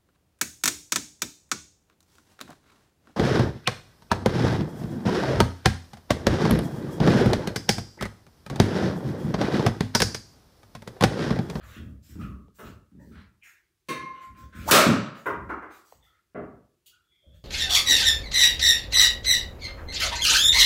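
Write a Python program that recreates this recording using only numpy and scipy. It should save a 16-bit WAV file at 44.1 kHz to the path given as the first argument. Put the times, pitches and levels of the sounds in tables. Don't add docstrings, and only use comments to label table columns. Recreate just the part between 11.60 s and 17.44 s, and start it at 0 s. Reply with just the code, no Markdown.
import sys
import numpy as np
from scipy import signal
from scipy.fft import rfft, irfft
from scipy.io import wavfile
from scipy.ndimage import uniform_filter1d

SR = 44100
rng = np.random.default_rng(int(sys.argv[2]) if len(sys.argv) > 2 else 0)


def dump_mix(stems):
    frames = np.atleast_2d(stems).T
    limited = np.clip(frames, -1, 1)
    pcm = np.round(limited * 32767).astype(np.int16)
    wavfile.write(sys.argv[1], SR, pcm)


N = 257544
TIME = np.arange(N) / SR

# time in seconds, level in dB.
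SMASH_HITS = [(3.1109, -8.5), (3.15, -23)]
# frequency in Hz, relative level in dB.
CRACK_SPECTRUM = [(40, -26), (90, -11.5), (150, 0.5), (300, 0.5), (610, 5), (820, -7), (1250, 4),
                  (1900, -5), (2700, -4.5), (4200, -5.5), (5200, -7.5), (8000, -9.5), (12000, -12.5),
                  (15500, -11.5)]
# time in seconds, pitch in Hz, level in dB.
SWING_GLIDE = [(3.054, 372, -55.5), (3.073, 476, -36.5), (3.081, 605, -27.5), (3.087, 725, -21.5),
               (3.094, 1205, -23), (3.104, 1450, -22), (3.108, 1387, -32), (3.113, 1200, -60)]

# frequency in Hz, relative level in dB.
TAP_SPECTRUM = [(60, -32), (150, 4), (300, 5), (480, 3), (750, -8), (1300, -3.5), (2500, -7.5), (4500, -13),
                (8000, -17.5), (15000, -21.5)]
TAP_S, TAP_DB = 2.286, -35
# frequency in Hz, relative level in dB, 60 dB decay time in seconds.
STRING_MODES = [(1045.3, -43.5, 0.35), (1048, -34.5, 1.2), (1054, -45.5, 2.3), (1075.8, -27, 0.41),
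                (1080, -33.5, 0.47), (1710, -45, 0.67), (1712, -44.5, .55), (2130, -35.5, 0.41),
                (2065, -42, 0.6), (2146, -40.5, 0.31), (2130, -34.5, .25), (2270, -45.5, 0.26),
                (2400, -50, .5), (2690, -50.5, .45), (2690, -50, 0.61), (3722, -41, 0.3),
                (3775, -44.5, 0.32), (5819, -56, 0.39)]

# heel time in seconds, heel thud in dB, sole slap in dB,
# floor rumble in dB, roll in dB (how much harder the ball lands than the heel).
STEPS = [(.005, -65, -63.5, -48, 0.5), (.165, -47, -71.5, -44.5, 2), (0.494, -58, -77, -45.5, -2),
         (.556, -40.5, -65, -41, 1), (.76, -51, -86, -54, -9), (1.029, -43.5, -70, -42.5, -11.5),
         (1.316, -52.5, -80, -58, 2.5), (1.474, -50, -82, -51.5, -3.5), (1.557, -56, -57.5, -54, -15),
         (2.358, -68, -85, -62.5, -1), (2.668, -60, -80, -54, -3), (2.777, -58, -78.5, -52, -1),
         (2.95, -49, -69, -46, 3.5), (3.266, -18, -32.5, -59, -11.5), (3.76, -45.5, -77.5, -45.5, -1),
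         (4.33, -76.5, -94, -63, -6.5), (4.8, -48.5, -83, -57.5, -1.5), (5.661, -71.5, -82, -50.5, -4.5)]
BALL_S, SETTLE_S, SETTLE_DB = .035, .108, -4
# frequency in Hz, relative level in dB.
THUD_SPECTRUM = [(30, -27), (60, -17), (100, -5.5), (150, -1), (210, 2.5), (290, -2.5), (450, -17),
                 (900, -38.5), (3000, -67.5)]
# frequency in Hz, relative level in dB.
SLAP_SPECTRUM = [(100, -14.5), (300, 2), (600, -7.5), (1300, 0), (2500, -9.5), (5000, -24.5), (9000, -34.5),
                 (15000, -51)]
# frequency in Hz, relative level in dB.
RUMBLE_SPECTRUM = [(20, -23.5), (40, -13.5), (62, 7.5), (95, 1.5), (170, -9.5), (300, -35), (1000, -50)]
RUMBLE_SWELL_S, RUMBLE_T60_S = 0.044, 0.46

# time in seconds, hollow body in dB, clack in dB, bright tick in dB.
KNOCKS = [(.987, -45.5, -49, -56), (3.658, -35, -28.5, -51.5), (3.893, -55, -34.5, -82),
          (4.02, -55, -44.5, -92), (4.747, -34.5, -52.5, -87.5), (5.26, -86.5, -85, -53.5)]
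# frequency in Hz, relative level in dB.
BODY_SPECTRUM = [(50, -19), (90, -6), (145, -6.5), (210, -3.5), (380, -2.5), (570, -3), (800, -16.5),
                 (1150, -12.5), (1700, -22.5), (3000, -42), (8000, -80)]
# frequency in Hz, relative level in dB.
CLACK_SPECTRUM = [(100, -43.5), (300, 2), (700, -9.5), (1050, -1), (1700, -5.5), (2300, -16), (3200, -34),
                  (5000, -42), (15000, -45.5)]
# frequency in Hz, relative level in dB.
TICK_SPECTRUM = [(300, -71.5), (1900, -13), (2900, 6.5), (5000, 0.5), (8000, 0.5), (12000, 1), (16000, 5.5)]
# time in seconds, level in dB.
NEAR_TICKS = [(.883, -63.5), (4.324, -53.5)]
# frequency in Hz, relative level in dB.
NEAR_TICK_SPECTRUM = [(200, -64), (420, 10), (600, -1.5), (1100, -4), (1500, -29), (3000, -23), (8000, -42)]

# start in seconds, length in seconds, pitch in Hz, level in dB.
SCUFFS = [(0.049, 0.05, 1150, -57), (1.397, 0.028, 1788, -62.5), (1.4, 0.023, 571, -56),
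          (1.398, 0.013, 906, -62.5), (4.097, 0.13, 1240, -61), (4.429, 0.074, 1950, -71),
          (4.461, 0.12, 1320, -68), (4.425, 0.065, 3387, -65), (5.327, 0.058, 1412, -64),
          (5.52, .14, 2200, -75.5), (5.638, 0.12, 565.6, -62)]
# time in seconds, pitch in Hz, level in dB.
SQUEAK_GLIDE = [(.595, 1285, -52), (.612, 1255, -41.5), (.66, 1200, -66), (.72, 1170, -57.5),
                (.79, 1167, -77), (.85, 1170, -85), (.88, 1150, -96)]
# time in seconds, pitch in Hz, level in dB.
SWISH_GLIDE = [(1.812, 2686, -77), (1.825, 2550, -54.5), (1.855, 2130, -52.5), (1.88, 1644, -59),
               (1.92, 1500, -91), (1.96, 1490, -84)]
# time in seconds, pitch in Hz, level in dB.
WHINE_GLIDE = [(5.42, 3380, -84), (5.52, 3402, -71.5), (5.65, 3340, -72.5), (5.76, 3430, -68),
               (5.84, 3330, -93)]

# start in seconds, length in seconds, level in dB.
RUSTLES = [(.02, 0.15, -58.5), (.42, 0.094, -57.5), (.58, 0.036, -59.5), (.94, 0.14, -59),
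           (1.39, 0.13, -67), (1.825, 0.072, -58), (2.6, 0.054, -63), (2.76, 0.04, -58.5),
           (2.94, 0.091, -55), (3.56, .03, -59), (4.1, 0.08, -58.5), (4.24, 0.082, -61), (4.42, .04, -66),
           (5.73, .04, -67)]
RUSTLE_ATTACK_S, RUSTLE_RELEASE_S = 0.02, 0.055
# frequency in Hz, relative level in dB.
RUSTLE_SPECTRUM = [(500, -11), (1500, -4), (4000, -1.5), (7000, 2), (10000, -5), (15000, 0.5)]
# start in seconds, length in seconds, level at the end in dB.
SLIDES = [(0, 0.18, -52), (.44, 0.11, -66), (.6, 0.041, -51), (1.03, 0.046, -52.5), (1.51, 0.11, -57),
          (2.53, 0.11, -55), (2.74, 0.098, -57.5), (2.92, .14, -48), (3.54, 0.035, -48), (4.09, 0.059, -59),
          (4.48, 0.11, -73), (5.72, 0.042, -72)]
SLIDE_ATTACK_S, SLIDE_RELEASE_S, SLIDE_GROWTH_DB_PER_S = 0.015, .018, 43
# frequency in Hz, relative level in dB.
SLIDE_SPECTRUM = [(200, -9.5), (600, 1), (850, -16), (1350, 5), (2000, 1), (3500, -5.5), (6000, -19),
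                  (15000, -27.5)]

# frequency in Hz, relative level in dB.
HUSH_SPECTRUM = [(15, -42), (25, -16), (66, -1), (150, -9), (274, -19), (349, -6), (495, -22),
                 (1620, -20.5), (3630, -21), (7100, -22.5), (15500, -26)]
HUSH_DB = -73
# frequency in Hz, 60 dB decay time in seconds.
ROOM_T60 = [(60, .52), (150, .6), (350, .62), (700, .63), (1300, .68), (2700, .58), (5000, .52),
            (8000, .41), (11000, .34), (16000, .28)]

HISS_GATE_DB = -61
LIMIT_DB, RELEASE_DB_PER_S = -10.5, 115.5
PEAK, CUTOFF_HZ = 0.71, 15700


def smash():
    s, _, swing_db = np.transpose(SWING_GLIDE)
    hiss_level = from_db(-6.5) * np.interp(TIME, s, from_db(swing_db), left=0, right=0)
    hiss = hiss_level * noise(RUSTLE_SPECTRUM)
    air = whistle(SWING_GLIDE, width_hz=480) + hiss

    hit_s, hit_db = np.transpose(SMASH_HITS)
    crack = colour(contacts(hit_s, hit_db, chatter=0.19, chatter_s=0.0056), CRACK_SPECTRUM)
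    snap_burst = contacts(hit_s[:1], hit_db[:1], chatter=8, chatter_s=.011)
    snap = from_db(-7.5) * colour(snap_burst, TICK_SPECTRUM)
    return room(air, direct_db=0.5) + room(crack, direct_db=-20.5, build_s=0.00077) + snap


def tap():
    pop = colour(contacts([TAP_S], [TAP_DB], chatter=0.94, chatter_s=0.004), TAP_SPECTRUM)
    age = TIME[:2 * SR]
    modes = np.zeros(len(age))
    for hz, db, t60 in STRING_MODES:
        modes += from_db(db - 60 * age / t60) * np.sin(2 * np.pi * hz * age)
    swelling = modes * (1 - np.exp(-age / 0.018))
    ring = np.interp(TIME - TAP_S, age, swelling, left=0, right=0)
    return room(pop, direct_db=-17.5, build_s=0.0013) + from_db(1.5) * room(ring, direct_db=3)


def footsteps():
    s, thud_db, slap_db, _ = footfalls()
    thuds = colour(contacts(s, thud_db, chatter=1.4, chatter_s=0.006), THUD_SPECTRUM)
    slaps = colour(contacts(s, slap_db, chatter=0.99, chatter_s=.014), SLAP_SPECTRUM)
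    return room(thuds + slaps, direct_db=-3.5, tail=.8)


def footfalls():
    s, *levels_db, roll_db = np.transpose(STEPS)
    times = np.transpose([s, s + BALL_S, s + SETTLE_S])
    force_db = np.transpose([0 * roll_db, roll_db, 2 * roll_db + SETTLE_DB])
    return [times.ravel()] + [(db[:, None] + force_db).ravel() for db in levels_db]


def floor_rumble():
    s, _, _, rumble_db = footfalls()
    age, power = TIME[:SR], np.zeros(N)
    shape = (1 - np.exp(-age / RUMBLE_SWELL_S)) * np.exp(-np.log(1000) * age / RUMBLE_T60_S)
    shape = shape / shape.max()
    starts = np.maximum(s * SR, 0).astype(int)
    for at, db in zip(starts, rumble_db):
        power[at:at + SR] += (from_db(db) * shape[:N - at]) ** 2
    return np.sqrt(power) * noise(RUMBLE_SPECTRUM)


def knocks():
    s, body_db, clack_db, tick_db = np.transpose(KNOCKS)
    body = colour(contacts(s, body_db, chatter=1.0, chatter_s=0.037), BODY_SPECTRUM)
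    clack = colour(contacts(s, clack_db, chatter=0.61, chatter_s=0.0053), CLACK_SPECTRUM)
    tick = colour(contacts(s, tick_db, chatter=1.0, chatter_s=0.0084), TICK_SPECTRUM)
    far = room(body + clack + tick, direct_db=-17.5, build_s=0.0031, tail=0.8)

    near_bursts = contacts(*np.transpose(NEAR_TICKS), chatter=0.93, chatter_s=0.0011)
    near = room(colour(near_bursts, NEAR_TICK_SPECTRUM), direct_db=11.5)
    return far + near


def squeaks():
    scuffs = np.zeros(N)
    for s, length, hz, db in SCUFFS:
        end = s + length
        swell = [(s - .02, hz, db - 22), (s + 0.0025, hz, db), (end, hz, db - 10.0), (end + 0.019, hz, db - 17)]
        scuffs += whistle(swell, width_hz=0.12 * hz)
    squeak = whistle(SQUEAK_GLIDE, width_hz=150)
    swish = whistle(SWISH_GLIDE, width_hz=650)
    whine = whistle(WHINE_GLIDE, width_hz=228)
    return room(scuffs + squeak + swish + whine, direct_db=-1.5, tail=0.74)


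def movement():
    cloth_level = strokes(RUSTLES, RUSTLE_ATTACK_S, RUSTLE_RELEASE_S)
    cloth = cloth_level * patchy(noise(RUSTLE_SPECTRUM), patchy_db=2.5)
    sole_level = strokes(SLIDES, SLIDE_ATTACK_S, SLIDE_RELEASE_S, SLIDE_GROWTH_DB_PER_S)
    soles = sole_level * patchy(noise(SLIDE_SPECTRUM), patchy_db=3.5)
    return room(cloth + soles, direct_db=3.0, tail=0.68)


def room_hush():
    return from_db(HUSH_DB) * noise(HUSH_SPECTRUM)


def whistle(rows, width_hz):
    s, hz, db = np.transpose(rows)
    on, out = (TIME > s[0]) & (TIME < s[-1]), np.zeros(N)
    t = TIME[on]
    lowpass = signal.butter(2, width_hz / 2, fs=SR, output="sos")
    slow = signal.sosfilt(lowpass, rng.standard_normal((2, SR)))
    a, b = rms_one(slow[:, :len(t)])
    phase = 2 * np.pi * np.cumsum(np.interp(t, s, hz)) / SR
    out[on] = from_db(np.interp(t, s, db)) * (a * np.cos(phase) + b * np.sin(phase))
    return out


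def contacts(times, levels_db, chatter, chatter_s):
    out, t = np.zeros(N), TIME[:SR // 10]
    for s, db in zip(times, levels_db):
        burst = rng.standard_normal(len(t)) * np.exp(-t / chatter_s)
        burst *= chatter / np.linalg.norm(burst)
        burst[0] = 1
        burst *= from_db(db) * np.sqrt(SR / 20) / np.linalg.norm(burst)
        at = max(round(s * SR), 0)
        out[at:at + len(t)] += burst[:N - at]
    return out


def strokes(rows, attack_s, release_s, growth_db_per_s=0):
    power = np.zeros(N)
    for s, length, db in rows:
        left = s + length - TIME
        onset = np.clip((TIME - s) / attack_s, 0, 1)
        growth = from_db(db - growth_db_per_s * np.maximum(left, 0))
        release = np.exp(np.minimum(left, 0) / release_s)
        power += (onset * growth * release) ** 2
    return np.sqrt(power)


def patchy(x, patchy_db, size=512):
    bins = signal.stft(x, nperseg=size)[2]
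    patches = uniform_filter1d(rng.standard_normal(bins.shape), size=6, axis=0)
    patches = uniform_filter1d(patches, size=12, axis=1)
    flickers = uniform_filter1d(rng.standard_normal(bins.shape[1]), size=2)
    change_db = patchy_db * (rms_one(patches) + 0.29 * rms_one(flickers))
    return rms_one(signal.istft(bins * from_db(change_db), nperseg=size)[1][:N])


def room(x, direct_db, build_s=0.0054, tail=1.0, build_cycles=0.53):
    size = 2 ** 15
    t, edges = TIME[:size], np.geomspace(35, 17000, 26)
    white, echoes = rfft(rng.standard_normal(size)), 0
    hz = np.arange(len(white)) * SR / size
    for low, high in zip(edges, edges[1:]):
        t60 = tail * at_hz(ROOM_T60, np.sqrt(low * high))
        swell = 1 - np.exp(-t / (build_s + build_cycles / high))
        decay = np.exp(-np.log(1000) * t / t60)
        band = irfft(white * ((hz >= low) & (hz < high))) * swell * decay
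        echoes = echoes + rms_one(band) * np.sqrt((high - low) * t60)
    response = echoes / np.linalg.norm(echoes)
    response[0] += from_db(direct_db)
    return signal.fftconvolve(x, response / np.linalg.norm(response))[:N]


def noise(spectrum):
    return colour(rng.standard_normal(N), spectrum)


def colour(x, spectrum, size=4096):
    hz = np.arange(size // 2 + 1) * SR / size
    cepstrum = irfft(np.log(from_db(at_hz(spectrum, hz))))
    cepstrum[1:size // 2] *= 2
    cepstrum[size // 2 + 1:] = 0
    response = irfft(np.exp(rfft(cepstrum)))
    return signal.oaconvolve(x, response / np.linalg.norm(response))[:N]


def at_hz(points, hz):
    f, value = np.transpose(points)
    return np.interp(np.log(np.maximum(hz, 1)), np.log(f), value)


def from_db(db):
    return np.exp(np.asarray(db) * (np.log(10) / 20))


def rms_one(x):
    return x / np.sqrt(np.mean(x ** 2) + 1e-20)


def suppress_hiss(x, depth_db, size=1024):
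    bins = signal.stft(x, nperseg=size)[2]
    power = uniform_filter1d(np.abs(bins) ** 2 * size, size=5, axis=-2)
    power = uniform_filter1d(power, size=3, axis=-1)
    passed = np.clip(power / (np.abs(power) + from_db(HISS_GATE_DB) ** 2), 0, 1)
    return signal.istft(bins * from_db(depth_db * (passed - 1)), nperseg=size)[1][..., :N]


def scene():
    player = smash() + tap() + footsteps() + floor_rumble()
    return (player + knocks() + squeaks() + movement() + room_hush())[None]


def record(dry):
    clean = suppress_hiss(dry, depth_db=6.0)
    power = uniform_filter1d(clean ** 2, size=180)
    level_db = 10 * np.log10(np.maximum(power, 1e-12))
    fall = RELEASE_DB_PER_S * TIME
    over_db = np.maximum.accumulate(np.maximum(level_db - LIMIT_DB, 0) + fall, axis=-1) - fall
    held = PEAK * np.tanh(clean * from_db(-over_db) / PEAK)
    return signal.sosfilt(signal.ellip(12, .1, 80, CUTOFF_HZ, fs=SR, output="sos"), held)


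dry = scene()
out = record(dry)
dump_mix(out)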